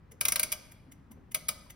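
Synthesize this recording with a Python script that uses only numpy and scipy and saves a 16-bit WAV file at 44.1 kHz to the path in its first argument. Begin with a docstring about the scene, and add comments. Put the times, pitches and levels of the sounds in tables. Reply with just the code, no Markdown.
"""A quick run of seven ratchet snaps, then three single clicks: a gloved hand winds a brass table clock.
The pawl slips off each tooth and snaps into the next, ringing small parts, plates and case.
Behind it the escapement ticks five times a second and the glove bumps softly on key and case.
Two close microphones also hear reflections off the glass dome, a small room's tail and a low rumble."""
import sys
import numpy as np
from scipy import signal
from scipy.fft import rfft, irfft
from scipy.io import wavfile

SR = 44100
rng = np.random.default_rng(int(sys.argv[2]) if len(sys.argv) > 2 else 0)


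def int16_out(signal):
    """Quantize to a 16-bit WAV file."""
    q = np.round(np.clip(np.atleast_2d(signal).T, -1, 1) * 32767)
    wavfile.write(sys.argv[1], SR, q.astype(np.int16))


N = 77175

# pawl snaps: t/s, level/dB, treble/dB, body ring/dB, slip lead/s, slip level/dB, single-tooth weight/0..1
PAWL_SNAPS = [(0.2101, -1.5, 1, 0, 0.0029, -21.5, 0.012), (0.252, 3, -3, -5.5, 0.0024, -23, 0.39),
              (.2840, 0.5, -0.5, -11, .0012, -3.5, 0), (.3213, -2.5, 2.5, -2.5, 0.0012, -6.5, 0),
              (.3578, 2, -2, -2.5, .0010, -10, 0.12), (.3953, -3, 3, 1.5, 0.00049, -5, 0.27),
              (.4322, -3, -0.5, -0.5, 0.002, 1, 0.43), (.5230, -3.5, 1, 2, .0045, -5, 0.8),
              (1.3463, -2.5, 1, 2.5, .0020, -6.5, 1), (1.4886, -3, 1, 2.5, .0046, -2.5, 1)]
# plate and case modes: f/Hz, level/dB, t60/s, change when the key eases over a single tooth/dB
BODY_MODES = [(171, -20.5, 0.18, -9.5), (530, -10, 0.072, -4.5), (619.8, -13.5, 0.18, 1),
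              (717.6, -16.5, 0.12, 0), (953.6, -9.5, 0.087, -3.5), (1187, -19.5, 0.029, 0),
              (1257, -8, 0.049, 8.5), (1575, 0.5, 0.057, -15), (2030, -19.5, .05, 13.5),
              (2222, 1, .032, 7.5), (2370, -5.5, 0.033, 2.5), (2940, -5.5, 0.07, 0.5),
              (3258, -14, 0.053, 11.5), (4970, -5.5, 0.048, 1), (12900, -6.5, .07, -9),
              (15490, -8.5, .1, 2)]
# dense ring of small steel and brass parts: f/Hz, level/dB
PARTS_SPECTRUM = [(200, -18), (380, -22), (560, -12), (800, -20), (1000, -12.5), (1250, -3.5), (1750, -14),
                  (2200, 4.5), (2650, -4), (3300, -2.5), (4300, -3), (6000, 0.5), (7000, -1.5),
                  (10500, 5.5), (12500, 5), (14000, 7.5), (15600, 13), (16500, -25)]
# decay of that ring: f/Hz, t60/s
PARTS_DECAY = [(500, 0.19), (2000, 0.049), (5000, 0.038), (10000, 0.037), (16000, 0.016)]


def ratchet(size=8192):
    """Pawl slip and snap both ring the small parts; the snap also rings plates and case."""
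    out = np.zeros(N)
    parts_db, modes_db = -15.5, -33
    common_ring, common_power = noise(PARTS_SPECTRUM, size), 0.11
    hz, mode_db, t60_s, single_db = np.array(BODY_MODES).T[:, :, None]
    for at_s, level_db, treble_db, body_db, lead_s, slip_db, single in PAWL_SNAPS:
        for start_s, contact_db in ((at_s - lead_s, slip_db), (at_s, 0)):
            fresh_ring = noise(PARTS_SPECTRUM, size)
            ring = np.sqrt(common_power) * common_ring + np.sqrt(1 - common_power) * fresh_ring
            ring = band_decay(brighten(ring, treble_db), PARTS_DECAY, rise_s=0.0006)
            add(out, start_s, ring * undb(parts_db + level_db + contact_db))
        body = struck_modes(hz, mode_db + single * single_db, t60_s, rise_s=0.0017)
        add(out, at_s, body * undb(modes_db + level_db + body_db))
    return out


# escapement beats: t/s, level/dB, treble/dB
BEATS = [(.116, 0, 2), (.316, 6, -3), (.517, 12, -6), (0.7174, 0, 2.5), (.918, 1, 1.5), (1.114, -3, 3.5),
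         (1.316, 3.5, 2), (1.507, -19, 2), (1.701, 10, -3.5)]
# unlock, impulse, drop: t/s from the beat, level/dB
BEAT_CONTACTS = [(-.004, -14.5), (0, -7.5), (.003, -2)]
# contact noise: f/Hz, level/dB
CONTACT_SPECTRUM = [(300, -11.5), (1000, -7), (1600, -5), (2100, 8), (2550, -1), (3000, 1.5), (4200, -13),
                    (5500, 0.5), (7500, 3.5), (10500, 2.5), (13000, 4.5), (15500, 5.5), (16500, 0)]
# pallet and wheel modes: f/Hz, level/dB, t60/s
PALLET_MODES = [(2045, -14, 0.093), (2980, -8.5, 0.034), (3560, -13, .03), (4910, -18, 0.014)]


def escapement(size=4096):
    """Each beat is three small contacts between pallet and wheel, which ring briefly."""
    out = np.zeros(N)
    clicks_db, modes_db, rise_s = -45.5, -52, 0.0005
    shape = envelope(np.arange(size) / SR, rise_s, t60_s=0.032)
    hz, mode_db, t60_s = np.array(PALLET_MODES).T[:, :, None]
    for at_s, level_db, treble_db in BEATS:
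        for offset_s, contact_db in BEAT_CONTACTS:
            click = brighten(noise(CONTACT_SPECTRUM, size), treble_db) * shape
            add(out, at_s + offset_s, click * undb(clicks_db + level_db + contact_db))
        add(out, at_s, struck_modes(hz, mode_db, t60_s, rise_s) * undb(modes_db + level_db))
    return out


# glove bumps: t/s, level/dB, centre f/Hz, length/s
GLOVE_BUMPS = [(0.126, -59.5, 464, 0.034), (0.879, -58.5, 274, 0.023), (1.113, -54.5, 257.7, 0.015),
               (1.116, -62.5, 840, 0.023), (1.178, -56.5, 480, .014), (1.178, -58, 180.8, 0.04),
               (1.667, -60, 930, 0.0094)]


def glove():
    """Soft contacts on key and case give dull, narrow-band bumps."""
    out, t = np.zeros(N), np.arange(N) / SR
    for at_s, level_db, hz, length_s in GLOVE_BUMPS:
        spectrum = [(hz / 4, -30), (hz / 1.38, -11), (hz, 0),
                    (hz * 1.4, -15), (hz * 4, -32), (hz * 20, -70)]
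        swell = np.exp(-2 * ((t - at_s) / length_s) ** 2)
        out += noise(spectrum, N) * swell * undb(level_db)
    return out


# scatter off the case: f/Hz, gain/dB
CASE_GAIN = [(300, -11), (2000, -11), (5000, -9), (7300, -14), (11000, -12), (15000, -14)]


def case_scatter(x, size=1024, t60_s=0.014):
    """Very short reflections off the case, at one microphone."""
    burst = rng.standard_normal(size) * np.exp(-np.log(1000) * np.arange(size) / SR / t60_s)
    scattered = signal.fftconvolve(x, burst / np.linalg.norm(burst))[:N]
    return equalise(scattered, CASE_GAIN)


# room tail against direct sound: f/Hz, gain/dB
TAIL_GAIN = [(300, -3), (1000, -12.5), (2500, -15.5), (6000, -7.5), (10000, -17.5), (16000, -25)]
# room decay: f/Hz, t60/s
TAIL_DECAY = [(300, 1), (1000, 0.96), (2500, 0.88), (6000, 0.52), (10000, 0.64), (16000, 0.65)]


def dome_and_room(x, size=32768):
    """Early reflections off glass dome and table, then the room's tail."""
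    early_db, rise_s = -13, 0.0027
    t = np.arange(size) / SR
    early = rng.standard_normal(size) * envelope(t, rise_s, t60_s=0.13)
    early *= undb(early_db) / np.linalg.norm(early)
    tail = band_decay(shaped_noise(TAIL_GAIN, size), TAIL_DECAY, rise_s)
    tail /= np.linalg.norm(envelope(t, rise_s, t60_s=TAIL_DECAY[2][1]))
    return signal.fftconvolve(x, early + tail)[:N]


# room rumble: f/Hz, level/dB
RUMBLE_SPECTRUM = [(12, -56.5), (20, -10), (59, 4.5), (173, -1.5), (244, -7.5), (282, -10), (666, -29),
                   (734, -23), (1290, -26), (2010, -28), (3440, -42.5), (5090, -44.5), (7000, -57.5),
                   (9100, -72.5), (15400, -120)]
# hiss: f/Hz, level/dB
HISS_SPECTRUM = [(1000, 11.5), (5000, -14), (8000, -18), (16000, -18.5)]


def room_noise():
    """Steady low rumble, nearly alike on both sides, and a faint hiss."""
    rumble_db, hiss_db, pan_db, width = -56.5, -69, 2, 0.24
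    sides = np.array([[1], [-1]])
    rumble = noise(RUMBLE_SPECTRUM, N) + width * sides * noise(RUMBLE_SPECTRUM, N)
    hiss = np.array([noise(HISS_SPECTRUM, N), noise(HISS_SPECTRUM, N)])
    return rumble * undb(rumble_db + sides * pan_db / 2) + hiss * undb(hiss_db)


# phase between microphones: f/Hz, left lead/rad
MIC_PHASE = [(100, 0), (2400, .2), (3100, 1.1), (4000, 0), (5250, 0), (6200, -1.4), (6800, -2.7),
             (7700, -3.4), (9200, -4.7), (10900, -6.28), (12800, -7.8), (14500, -9.4), (16500, -10.6)]
# balance between microphones: f/Hz, left minus right/dB
MIC_BALANCE = [(200, 1), (700, 6.5), (2400, 1.5), (4400, 5.5), (8000, -3.5), (15000, 2)]


def microphone_pair(x):
    """The clock reaches the two microphones with different level and phase."""
    hz = np.fft.rfftfreq(2 * N, 1 / SR)
    halves = np.array([[0.5], [-0.5]])
    gain = undb(halves * on_log(MIC_BALANCE, hz))
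    phase_rad = halves * on_log(MIC_PHASE, hz)
    return irfft(rfft(x, 2 * N) * gain * np.exp(1j * phase_rad))[:, :N]


def undb(db):
    """Decibels to gain."""
    return 10 ** (np.asarray(db) / 20)


def on_log(points, hz):
    """Interpolate (f/Hz, value) rows over log frequency."""
    knots_hz, values = np.array(points, float).T
    return np.interp(np.log(np.maximum(hz, 1)), np.log(knots_hz), values)


def shaped_noise(spectrum, size):
    """White noise weighted by (f/Hz, gain/dB) rows."""
    gain = undb(on_log(spectrum, np.fft.rfftfreq(size, 1 / SR)))
    return irfft(rfft(rng.standard_normal(size)) * gain, size)


def noise(spectrum, size):
    """Shaped noise at rms 1."""
    x = shaped_noise(spectrum, size)
    return x / np.sqrt(np.mean(x ** 2))


def envelope(t, rise_s, t60_s):
    """Quick rise, exponential fall."""
    return (1 - np.exp(-t / rise_s)) * np.exp(-np.log(1000) * t / t60_s)


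def band_decay(x, decay, rise_s):
    """Each band dies at its own rate, set by (f/Hz, t60/s) rows."""
    hz, t = np.fft.rfftfreq(len(x), 1 / SR), np.arange(len(x)) / SR
    centres_hz, t60s = zip(*decay)
    out, spectrum = np.zeros(len(x)), rfft(x)
    for weights, t60_s in zip(np.eye(len(decay)), t60s):
        band_gain = on_log(list(zip(centres_hz, weights)), hz)
        out += irfft(spectrum * band_gain, len(x)) * envelope(t, rise_s, t60_s)
    return out


def struck_modes(hz, level_db, t60_s, rise_s, size=16384):
    """Modes start from rest, neighbours in opposite sign; level and pitch vary a little per blow."""
    t = np.arange(size) / SR
    scatter_db = rng.standard_normal(hz.shape)
    detune = 1 + 0.007 * rng.standard_normal(hz.shape)
    sign = np.cos(np.pi * np.arange(len(hz)))[:, None]
    tones = sign * undb(level_db + scatter_db) * np.sin(2 * np.pi * hz * detune * t)
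    return np.sum(tones * envelope(t, rise_s, t60_s), axis=0)


def equalise(x, curve):
    """Filter by (f/Hz, gain/dB) rows."""
    size = 2 * x.shape[-1]
    gain = undb(on_log(curve, np.fft.rfftfreq(size, 1 / SR)))
    return irfft(rfft(x, size) * gain)[..., :size // 2]


def brighten(x, db, shelf_hz=6940):
    """Treble shelf, up or down."""
    return equalise(x, [(shelf_hz / 2, 0), (shelf_hz * np.sqrt(2), db)])


def add(out, at_s, x):
    """Mix x in at a time."""
    i = int(at_s * SR)
    out[i:i + len(x)] += x[:N - i]


# reflections that differ between microphones: f/Hz, gain/dB
DIFFUSE_GAIN = [(1000, -1), (5000, -1), (7000, -12), (11000, -7), (14500, -12)]


def scene():
    """Clock and glove, their reflections and the room noise, in stereo."""
    clock = ratchet() + escapement() + glove()
    diffuse = equalise(np.array([dome_and_room(clock), dome_and_room(clock)]), DIFFUSE_GAIN)
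    scatter = np.array([case_scatter(clock), case_scatter(clock)])
    common_reflections = undb(-1) * dome_and_room(clock)
    return microphone_pair(clock + common_reflections) + scatter + diffuse + room_noise()


def record(dry):
    """A steep low-pass cuts the top treble."""
    cutoff_hz = 16600
    return signal.sosfilt(signal.ellip(8, 0.2, 70, cutoff_hz, fs=SR, output="sos"), dry)


dry = scene()
out = record(dry)
int16_out(out)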